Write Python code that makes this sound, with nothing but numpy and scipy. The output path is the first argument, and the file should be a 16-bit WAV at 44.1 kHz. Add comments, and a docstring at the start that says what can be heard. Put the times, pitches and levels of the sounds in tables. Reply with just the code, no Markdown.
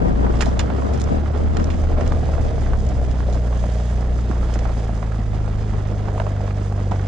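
"""Loose gravel under a slowly rolling car tyre: stones grind, pop and fly up into the wheel arch.
The two-port camera microphone is held outside the driver's window, with the tyre to its right.
The engine hums, pulls and eases off; at first the airstream buffets the left port.
Stones are filtered noise bursts, the engine is a sum of cosines, wind and rumble are shaped noise.
"""
import sys
import numpy as np
from scipy import signal
from scipy.fft import rfft, irfft, next_fast_len
from scipy.io import wavfile
from scipy.ndimage import map_coordinates

SR = 44100
rng = np.random.default_rng(int(sys.argv[2]) if len(sys.argv) > 2 else 0)


def master_out(mix):
    """Clip the mix to full scale and print it as 16-bit PCM to the path in sys.argv[1]."""
    frames = np.transpose(np.atleast_2d(mix))
    ceiling = np.clip(frames, -1, 1)
    pcm = np.round(ceiling * 32767).astype(np.int16)
    wavfile.write(sys.argv[1], SR, pcm)


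N = 311919  # length in samples

# All levels below stand ahead of each layer's own trim; spectra give only relative levels.

# pull and easing of the engine: time_s, firing_rate_hz
FIRING_RATE = [(0.0, 56.2), (0.3, 60.16), (0.71, 67.1), (1.2, 73.06), (1.69, 76.72), (2.28, 74.45),
               (2.65, 67), (3.05, 62.46), (3.5, 59.7), (3.8, 59.16), (4.05, 60.6), (4.3, 60.18),
               (4.84, 55.7), (5.28, 52.83), (5.72, 51.4), (6.16, 50.14), (6.65, 49.55), (7.07, 47.9)]
# what the exhaust passes of the firing tone and its overtones: pitch_hz, level_db
EXHAUST_RESPONSE = [(48, -27.3), (51, -26.5), (53, -24.3), (57, -20.3), (61, -19), (67, -21.3), (72, -21),
                    (76, -20), (96, -21.5), (100, -23), (105, -25), (118, -30.5), (124, -30.5), (135, -36),
                    (147, -34.5), (160, -36), (185, -39), (208, -40.5), (225, -47), (245, -56), (310, -62)]
# half orders from unequal cylinders: pitch_hz, level_db
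HALF_ORDER_RESPONSE = [(25, -45), (30, -38), (38, -45), (74, -32.5), (80, -33), (86, -36.5), (95, -34),
                       (115, -37), (125, -47), (150, -45), (178, -51), (200, -44), (211, -41), (230, -51),
                       (270, -56)]
# overtones are weaker while the engine pulls, until it eases off between two times
OVERTONE_LOAD_DB, EASING_S = -4, (2.3, 3.0)

# roughness of the track: time_s, rumble_db
TRACK_ROUGHNESS = [(0, -31.5), (1.3, -32), (2.2, -27.5), (2.8, -29.5), (3.5, -33), (5, -33.5), (5.7, -31.5),
                   (6.2, -36.5), (7.07, -41.5)]
# rumble spectrum: frequency_hz, level_db_per_hz
RUMBLE_SPECTRUM = [(10, -30), (18, -4), (26, 8), (32, 10.5), (42, 4), (70, -1.5), (110, -2.5), (150, -8),
                   (190, -13.5), (245, -11.5), (350, -17), (800, -60), (3000, -110)]
# ruts crossed by the tyres: centre_s, level_db, length_s
RUT_CROSSINGS = [(.2, -29, 0.27), (.75, -26, 0.37), (1.15, -29, 0.28), (2.42, -26, .18), (2.72, -29, 0.24)]
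# boom of the tyres in the ruts: frequency_hz, level_db_per_hz
TYRE_BOOM_SPECTRUM = [(30, -30), (55, -6), (90, 0), (115, -3), (160, -15), (400, -50), (2000, -110)]

# looseness of the coarse stones under the tread: time_s, crunch_db
COARSE_STONES = [(0, -39.5), (.43, -36), (.7, -38.5), (2.1, -39.5), (3.0, -43.5), (3.9, -43.5), (4.5, -39),
                 (5.1, -42), (5.8, -40.5), (6.2, -42.5), (7.07, -41)]
# patches of fine grit on the track: time_s, hiss_db
GRIT_PATCHES = [(0, -54.5), (.25, -53.5), (.4, -48.5), (.7, -54), (.97, -51), (1.25, -54.5), (2.1, -51.5),
                (3.4, -52), (3.72, -48.5), (4.1, -52.5), (4.5, -51), (5.4, -54.5), (7.07, -52.5)]
# spectra of coarse stones and of fine grit: frequency_hz, level_db_per_hz
CRUNCH_SPECTRUM = [(100, -6.5), (200, 9), (320, 3), (470, 0), (640, -5), (760, -4), (900, -7), (1400, -10),
                   (2000, -14.5), (2600, -20), (5000, -27), (12000, -59)]
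GRIT_SPECTRUM = [(600, 0.5), (1700, 14), (2500, 1), (3300, 3.5), (4200, -2), (5250, 3), (5900, -0.5),
                 (6750, 4), (7400, -2), (9300, -6), (10500, -17), (12000, -24), (15000, -30)]

# drumming of the wheel well: time_s, level_db
DRUMMING_LEVEL = [(0, -42), (1.5, -37), (2, -31), (3.7, -35), (5.7, -40.5), (6.2, -32.5), (6.6, -39),
                  (7.07, -41)]
# hollow resonances of the wheel well: pitch_hz, width_hz, level_db
WELL_MODES = [(478, 120, -3), (624, 45, 3), (708, 99, -2)]

# airstream, leaving the left port as the car turns: time_s, level_db
AIRSTREAM_LEVEL = [(0, -28.5), (.28, -23.5), (.5, -22), (.78, -22.5), (1.0, -24), (1.15, -24.5),
                   (1.22, -33), (1.6, -25), (2.05, -34.5), (2.5, -31.5), (3, -41.5), (7.07, -68)]
# strongest puffs: centre_s, level_db, length_s
STRONG_PUFFS = [(.06, -13.5, .085), (.235, -15, .08), (.86, -21, .05), (1.13, -17.5, .06),
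                (1.418, -27, .05), (1.597, -17.5, .04), (1.933, -22, .025), (2.033, -21, .025),
                (2.456, -22, .038)]
# buffeting spectrum: frequency_hz, level_db_per_hz
BUFFET_SPECTRUM = [(20, -18), (70, -2), (130, 3), (195, 4.5), (300, -1), (450, -4.5), (700, -8),
                   (1100, -19), (2000, -35), (5000, -57)]
# what the sheltered right port gets of the left port's wind: frequency_hz, level_db
LEE_RESPONSE = [(100, -24), (250, -14), (400, -10), (600, -6), (900, -2), (1300, 2), (2500, 2)]
LEE_PHASE_RAD = 2.7
PUFFS_PER_S, PUFF_DB = 10, 0.5  # pace and depth of the airstream's lesser puffs

# larger stones popping out from under the tread: start_s, level_db, rattle_t60_s, pitch_hz
LARGE_POPS = [(.247, -24, .05, 1500), (.266, -19, .035, 1000), (.305, -23, .03, 850),
              (.34, -19.5, .045, 1500), (.465, -18.5, .04, 750), (.518, -22.5, .03, 650),
              (.571, -21.5, .03, 650), (.701, -16.5, .04, 1050), (.82, -22, .037, 1200),
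              (.87, -24, .03, 650), (.915, -24, .03, 700), (1.122, -22, .03, 620), (1.26, -20, .045, 1100),
              (1.568, -22.5, .03, 900), (1.69, -22, .035, 1300), (1.837, -22.5, .03, 750),
              (1.917, -22, .022, 650), (1.983, -17, .03, 624), (1.998, -19, .021, 600),
              (2.01, -15.5, .035, 756), (2.069, -20.5, .022, 640), (2.121, -16.5, .028, 900),
              (2.229, -24, .03, 800), (2.29, -24.5, .03, 580), (2.337, -19, .03, 1300),
              (2.351, -23, .03, 550), (2.38, -19.5, .035, 500), (2.581, -20.5, .033, 500),
              (2.662, -22, .05, 1250), (2.734, -17.5, .04, 1050), (2.759, -23, .025, 600),
              (2.918, -24, .03, 600), (3.015, -22, .024, 553), (3.205, -19.5, .024, 800),
              (3.285, -23, .025, 600), (3.354, -23, .03, 750), (3.526, -22.5, .035, 1000),
              (3.639, -19, .035, 700), (3.801, -24, .03, 1000), (4.022, -22.5, .03, 800),
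              (4.313, -22, .045, 1200), (4.429, -19, .032, 1150), (4.501, -23, .03, 650),
              (4.556, -22, .07, 1150), (4.653, -19, .045, 850), (4.693, -20.5, .03, 950),
              (4.893, -23.5, .034, 750), (5.028, -20.5, .032, 1100), (5.075, -24.5, .03, 650),
              (5.12, -25, .045, 1400), (5.332, -25, .027, 650), (5.478, -22.5, .035, 850),
              (6.084, -20, .05, 906), (6.179, -17, .025, 720), (6.1995, -8.5, .028, 860),
              (6.266, -16.5, .024, 780), (6.364, -23, .05, 1150), (6.405, -25, .03, 650),
              (6.477, -21, .028, 1000), (6.508, -22, .04, 1400), (6.723, -23.5, .03, 900),
              (6.912, -20, .03, 950), (6.918, -15.5, .045, 680), (6.959, -24.5, .025, 1500),
              (6.995, -23, .025, 1450)]
# pop spectrum: frequency_hz, level_db_per_hz
POP_SPECTRUM = [(120, -5), (300, -7), (500, -2), (720, 2), (950, -2), (1350, -4), (2000, -8), (4000, -19),
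                (8000, -22), (12000, -39)]
# brief ring of the tyre when a stone pops: pitch_hz, width_hz, level_db
TYRE_RING = [(624, 110, 1.5)]
# lesser stones pop at random
SMALL_POPS_PER_S, SMALL_POP_DB, SMALL_POP_SPREAD_DB, SMALL_POP_T60_S = 10, -31, 1.5, 0.02
SMALL_POP_HZ, SMALL_POP_OCTAVES = 1070, 0.48  # middle pitch and its spread
# a larger stone jostles its neighbours: range of delays, level relative to it
JOSTLE_S, JOSTLE_DB = (.008, .03), -12

# stones flung against the wheel arch, with ricochets: start_s, level_db, rattle_t60_s, brightest_hz
ARCH_STRIKES = [(.408, -19, 0.06, 2500), (.413, -21.5, 0.078, 7000), (0.421, -29, 0.057, 1500),
                (0.4232, -23.5, 0.047, 1720), (0.43, -29, 0.035, 1100), (.436, -32, 0.055, 1400),
                (.458, -33.5, 0.16, 5000), (.593, -15.5, 0.036, 4300), (.596, -21, 0.045, 2050),
                (0.6044, -30, 0.052, 3500), (.612, -29.5, 0.037, 2200), (0.935, -35, 0.072, 5476),
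                (.976, -34, 0.019, 7000), (0.999, -29, 0.028, 6500), (1.009, -27, 0.014, 8000),
                (1.016, -23.5, 0.027, 8000), (1.04, -29, 0.021, 7000), (1.569, -22, 0.017, 2840),
                (1.599, -32, .04, 1700), (1.643, -17, 0.0051, 5500), (1.703, -34, 0.14, 2380),
                (2.01, -34.5, 0.035, 2500), (2.065, -32.5, 0.021, 2000), (2.076, -26, 0.014, 6000),
                (2.122, -35, .03, 2100), (2.866, -31.5, .02, 7000), (2.889, -34, .04, 6000),
                (3.113, -29, .015, 4000), (3.327, -37, 0.18, 5030), (4.539, -30, 0.059, 5515),
                (4.59, -29.5, 0.029, 3570), (6.913, -36.5, 0.064, 3500)]
# strike spectrum: frequency_hz, level_db_per_hz
ARCH_SPECTRUM = [(300, 1.5), (700, 13), (1200, 10), (3300, -0.5), (4000, -2.5), (5200, -0.5), (5800, 1),
                 (6900, -1.5), (8200, -7.5), (10000, -12.5), (11500, -25)]
# ring of the struck wheel arch: pitch_hz, width_hz, level_db
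ARCH_RING = [(1370, 21, -4), (1887, 41, 5.5), (2400, 72, -2), (2830, 44, -0.5), (3030, 70, -0.5),
             (3520, 100, 1), (4080, 110, 1), (5170, 77, 2.5), (5270, 76, -3), (6820, 130, 5.5)]
# small chips tick against the wheel arch at random
CHIPS_PER_S, CHIP_DB, CHIP_SPREAD_DB, CHIP_T60_S, CHIP_HZ = 2.1, -55, 6, 0.0061, 3000

# larger stones taken by the suspension: start_s, level_db
SUSPENSION_BUMPS = [(4.298, 0), (4.557, -6), (4.925, -11), (5.925, -8.5), (6.909, -5.5)]
BUMP_HZ = 201.6  # lower mode of the suspension

# left port, facing away from the tyre, against the right port: frequency_hz, level_db
LEFT_SHADE = [(100, 0), (330, 0), (600, -2.5), (1050, -6), (1860, -11), (3300, -7), (5800, -6), (8000, -3),
              (10000, 0)]
# likeness of the two ports: frequency_hz, likeness_0_to_1
PORT_LIKENESS = [(100, .95), (400, .85), (1100, .62), (2400, .58), (3600, .75), (6900, .63), (8000, .33),
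                 (11000, .2)]
# phase by which the left port leads: frequency_hz, lead_rad
LEFT_LEAD = [(100, 0), (600, -.5), (1050, -.7), (2300, .5), (4100, 0), (5000, -1.5), (8800, -1.4),
             (10500, -3)]
TOP_HZ = 10900  # half-power band limit of the camera


def amp(db):
    """Decibels to gain."""
    return 10 ** (np.asarray(db) / 20)


def unit(x):
    """Scale to rms 1."""
    return x / np.sqrt(np.mean(x ** 2) + 1e-20)


def along(points, hz):
    """Read (Hz, value) points on a log axis."""
    f, v = np.transpose(points)
    return np.interp(np.log(hz + 1), np.log(f + 1), v)


def curves(rows):
    """One value per sample for each column after the time."""
    s, *cols = np.transpose(rows)
    return [np.interp(np.arange(N) / SR, s, c) for c in cols]


def wobble(rate):
    """A smooth random curve with rate knots a second."""
    knots = rng.standard_normal(int(N * rate / SR) + 4)
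    return map_coordinates(knots, [np.arange(N) * rate / SR])


def swells(rows):
    """Power over time of bell-shaped swells; length is the full width at half power."""
    t = np.arange(N) / SR
    return sum(amp(db) ** 2 * .5 ** ((2 * (t - s) / length) ** 2) for s, db, length in rows)


def at_random(rate, db, spread_db):
    """Rows (start_s, level_db) of chance events, rate a second."""
    own = np.random.default_rng(rng.integers(2 ** 31))
    count = round(rate * N / SR)
    return [(own.uniform(0, N / SR), own.normal(db, abs(spread_db))) for _ in range(count)]


def add(track, s, sound):
    """Mix a sound into a track at time s."""
    room = track[..., max(round(s * SR), 0):][..., :sound.shape[-1]]
    room += sound[..., :room.shape[-1]]


def filtered(x, response):
    """Filter x by a complex response of frequency."""
    m = 2 * next_fast_len(N // 2 + 8192)
    return irfft(rfft(x, m) * response(np.fft.rfftfreq(m, 1 / SR)), m)[..., :N]


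def coloured(x, spectrum):
    """Causal minimum-phase filter with this spectrum; white noise keeps its power."""
    def response(hz):
        cepstrum = irfft(np.log(unit(amp(along(spectrum, hz)))))
        # fold the cepstrum forward in time
        half = len(cepstrum) // 2
        cepstrum[1:half] *= 2
        cepstrum[half + 1:] = 0
        return np.exp(rfft(cepstrum))
    return filtered(x, response)


def clack(t60, hz, sharpness, firmness=0.56, chatter_db=2):
    """One stone contact in two channels: a crack, then a chattering decay, strongest near hz."""
    t = np.arange(SR // 6) / SR
    decay_db = -60 * t / t60
    chatter = np.interp(t, np.linspace(0, t[-1], num=60), rng.standard_normal(size=60))
    chatter *= 1 - amp(decay_db)  # the first blow is firm, the rebounds are uneven
    scatter = rng.standard_normal((2, len(t))) * amp(chatter_db * chatter + decay_db)
    scatter[1, 0] = firmness * np.linalg.norm(scatter[1])  # the crack, on the tyre's side
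    b, a = signal.iirpeak(min(hz, SR / 5), max(sharpness, .5), SR)
    return signal.lfilter(b, a, scatter) * np.sqrt(SR / hz) / 2


def stones(rate, spread_db, t60, low_hz, high_hz, sharpness, patchy_db, count=14):
    """A stream of contacts, many small and few large; each pitch of stone comes and goes in patches."""
    stream = np.zeros((2, N))
    for hz in np.geomspace(low_hz, high_hz, count):
        own = np.random.default_rng(rng.integers(2 ** 31))
        when, rank, sign = own.random((int(rate * N / SR / count), 3)).T
        size = amp(spread_db * np.minimum(-np.log(1 - rank), 4))
        patches = amp(patchy_db * np.clip(wobble(16), -1.5, 1.5))
        blows = np.bincount((when * N).astype(int), size * np.sign(sign - .5), N) * patches
        sound = unit(clack(t60 * 2 ** rng.uniform(-1.37, 1), hz, sharpness))
        stream += signal.oaconvolve(blows[None], sound, axes=1)[:, :N]
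    return unit(stream)


def ringing(modes, vary_db, detune):
    """A body's answer to one blow: the blow and decaying modes that vary with the spot struck."""
    t = np.arange(SR // 8) / SR
    answer = np.zeros(len(t))
    for hz, width, db in modes:
        louder, higher = rng.standard_normal(2)
        decay = 2 * np.pi * width / SR * np.exp(-np.pi * width * t)
        tone = np.cos(2 * np.pi * hz * (1 + detune * higher) * t)
        answer += amp(db + vary_db * louder) * decay * tone
    answer[0] += 1
    return answer


def gravel(crunch_gain_db=2, grit_gain_db=4, crunch_clump_db=0.9, grit_clump_db=1, shared_db=0.5):
    """Coarse stones grind under the tread and fine grit crackles; both give way in clumps."""
    grit_db, = curves(GRIT_PATCHES)
    crunch_db, = curves(COARSE_STONES)
    give, coarse_clumps, fine_clumps = wobble(30), wobble(40), wobble(28)
    coarse = stones(rate=900, spread_db=1.0, t60=0.031, low_hz=447, high_hz=3360,
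                    sharpness=0.65, patchy_db=2.5)
    fine = stones(rate=2000, spread_db=2.5, t60=0.047, low_hz=2300, high_hz=8650,
                  sharpness=1.6, patchy_db=2.5)
    crunch_db = crunch_db + crunch_gain_db + shared_db * give + crunch_clump_db * coarse_clumps
    grit_db = grit_db + grit_gain_db + shared_db * give + grit_clump_db * fine_clumps
    crunch = coloured(coarse, CRUNCH_SPECTRUM) * amp(crunch_db)
    grit = coloured(fine, GRIT_SPECTRUM) * amp(grit_db)
    return crunch + grit


def drumming(level_db=-1.0):
    """Stones working against the tyre keep the hollow wheel well ringing."""
    drum_db, = curves(DRUMMING_LEVEL)
    knocks = stones(rate=900, spread_db=2.5, t60=.004, low_hz=500, high_hz=800,
                    sharpness=.6, patchy_db=2, count=8)

    def well(f):
        total = 0
        for k, (hz, width, db) in enumerate(WELL_MODES):
            resonance = 1j * f * width / (hz * hz - f * f + 1j * f * width)
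            total = total + (-1) ** k * amp(db) * resonance  # neighbouring modes alternate in sign
        return total

    rings = np.array([unit(ring) for ring in filtered(knocks, well)])
    return amp(drum_db + level_db) * rings


def engine():
    """The muffled exhaust: firing tone, overtones and half orders swell as they slide past resonances."""
    firing_hz, = curves(FIRING_RATE)
    phase = 2 * np.pi * np.cumsum(firing_hz * (1 + 0.00098 * wobble(16))) / SR
    load_db = np.interp(np.arange(N) / SR, EASING_S, [OVERTONE_LOAD_DB, 0])
    hum = np.zeros(N)
    for multiple in range(1, 5):
        db = along(EXHAUST_RESPONSE, multiple * firing_hz) + load_db * (multiple > 1) + .35 * wobble(5)
        hum += amp(db) * np.cos(multiple * phase)
        half = multiple - .5
        half_db = along(HALF_ORDER_RESPONSE, half * firing_hz) + wobble(3)
        hum += amp(half_db) * np.cos(half * phase + 2 * np.pi * rng.random())
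    return np.sqrt(2) * hum * amp([[-.3], [.3]])  # a touch louder on the right


def rumble(level_db=5.5, swell_db=2.5):
    """The uneven track shakes the body, nearly alike on both sides; tyres boom as they cross ruts."""
    road_db, = curves(TRACK_ROUGHNESS)
    shake_gain = amp(road_db + level_db + swell_db * wobble(2.42))
    shake = shake_gain * coloured(rng.standard_normal((2, N)), RUMBLE_SPECTRUM)
    boom = np.sqrt(swells(RUT_CROSSINGS)) * coloured(rng.standard_normal((2, N)), TYRE_BOOM_SPECTRUM)
    mid, side = (shake + boom) * amp([[0], [-4.5]])
    return np.array([mid + side, mid - side])


def wind(right_db=-20, lee_db=0):
    """Eddies puff over the left port; the sheltered right gets them nearly inverted, with weak lows."""
    air_db, = curves(AIRSTREAM_LEVEL)
    power = amp(air_db + PUFF_DB * wobble(PUFFS_PER_S)) ** 2 + swells(STRONG_PUFFS)
    eddies = unit(rng.standard_normal((2, N)) * amp(2.4 * wobble(150)))
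    left, own = np.sqrt(power) * coloured(eddies, BUFFET_SPECTRUM)

    def shelter(hz):
        return amp(lee_db + along(LEE_RESPONSE, hz)) * np.exp(1j * LEE_PHASE_RAD)

    lee = filtered(left, shelter)
    return np.array([left, lee + amp(right_db) * own])


def pops(level_db=-12.8, sharpness=1.0):
    """Stones squeezed out by the tyre knock, rattle, ring it and jostle their neighbours."""
    track = np.zeros((2, N))
    lesser = at_random(SMALL_POPS_PER_S, SMALL_POP_DB, SMALL_POP_SPREAD_DB)
    jostle_delays = rng.uniform(*JOSTLE_S, (len(LARGE_POPS), 2))  # two neighbours each
    for (s, db, _, _), delays in zip(LARGE_POPS, jostle_delays):
        lesser += [(s + delay, db + JOSTLE_DB) for delay in delays]
    small = []
    for s, db in lesser:
        pitch_hz = SMALL_POP_HZ * 2 ** (SMALL_POP_OCTAVES * rng.standard_normal())
        small.append((s, db, SMALL_POP_T60_S, pitch_hz))
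    for s, db, t60, hz in LARGE_POPS + small:
        knock = amp(db + level_db) * clack(t60, hz, sharpness, firmness=0.46)
        tyre = ringing(TYRE_RING, vary_db=1.5, detune=.1)
        add(track, s, signal.fftconvolve(knock, tyre[None], axes=1))
    return coloured(track, POP_SPECTRUM)


def strikes(level_db=-2, sharpness=1.0):
    """Flung stones crack against the wheel arch, ring it and ricochet; small chips tick at random."""
    track = np.zeros((2, N))
    ticks = at_random(CHIPS_PER_S, CHIP_DB, CHIP_SPREAD_DB)
    chips = [(s, db, CHIP_T60_S, CHIP_HZ) for s, db in ticks]
    for s, db, t60, hz in ARCH_STRIKES + chips:
        blow = amp(db + level_db) * clack(t60, hz, sharpness, firmness=0.5, chatter_db=4)
        arch = ringing(ARCH_RING, vary_db=-2.0, detune=.015)
        add(track, s, signal.fftconvolve(blow, arch[None], axes=1))
    return coloured(track, ARCH_SPECTRUM)


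def bumps(t60=0.037, rise=0.017, upper=1.53, upper_db=-5, left_db=-7):
    """After a larger stone the suspension swings briefly in two low modes, louder on the right."""
    track, t = np.zeros(N), np.arange(SR // 4) / SR
    lower_mode = np.sin(2 * np.pi * BUMP_HZ * t)
    upper_mode = amp(upper_db) * np.sin(2 * np.pi * upper * BUMP_HZ * t)
    swing = (1 - np.exp(-t / rise)) * (lower_mode + upper_mode)
    for s, db in SUSPENSION_BUMPS:
        add(track, s, 2 * amp(db - 60 * t / t60) * swing)
    return np.array([amp(left_db) * track, track])


def from_tyre(pair):
    """Place tyre sounds to the right: the left port is shaded, phase-shifted and only partly alike."""
    def to_left(hz):
        alike = np.clip(along(PORT_LIKENESS, hz), 0, 1)
        shade = amp(along(LEFT_SHADE, hz)) * np.exp(1j * along(LEFT_LEAD, hz))
        return shade * np.array([np.sqrt(1 - alike ** 2), alike])

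    left = filtered(pair, to_left).sum(0)
    return np.array([left, pair[1]])


def scene():
    """Tyre sounds and bumps stronger on the right, engine and rumble all round, wind on the ports."""
    tyre = from_tyre(gravel() + drumming() + pops() + strikes())
    return tyre + bumps() + engine() + rumble() + wind()


def record(dry):
    """The camera rounds off the highest peaks and cuts steeply above its limit."""
    rounded = dry / (1 + (dry / .65) ** 6) ** (1 / 6)
    rounded *= np.minimum(np.arange(N) / SR / .002, 1)  # a 2 ms fade-in keeps the start free of a click
    return filtered(rounded, lambda hz: 1 / np.sqrt(1 + (hz / TOP_HZ) ** 22))


dry = scene()
out = record(dry)
master_out(out)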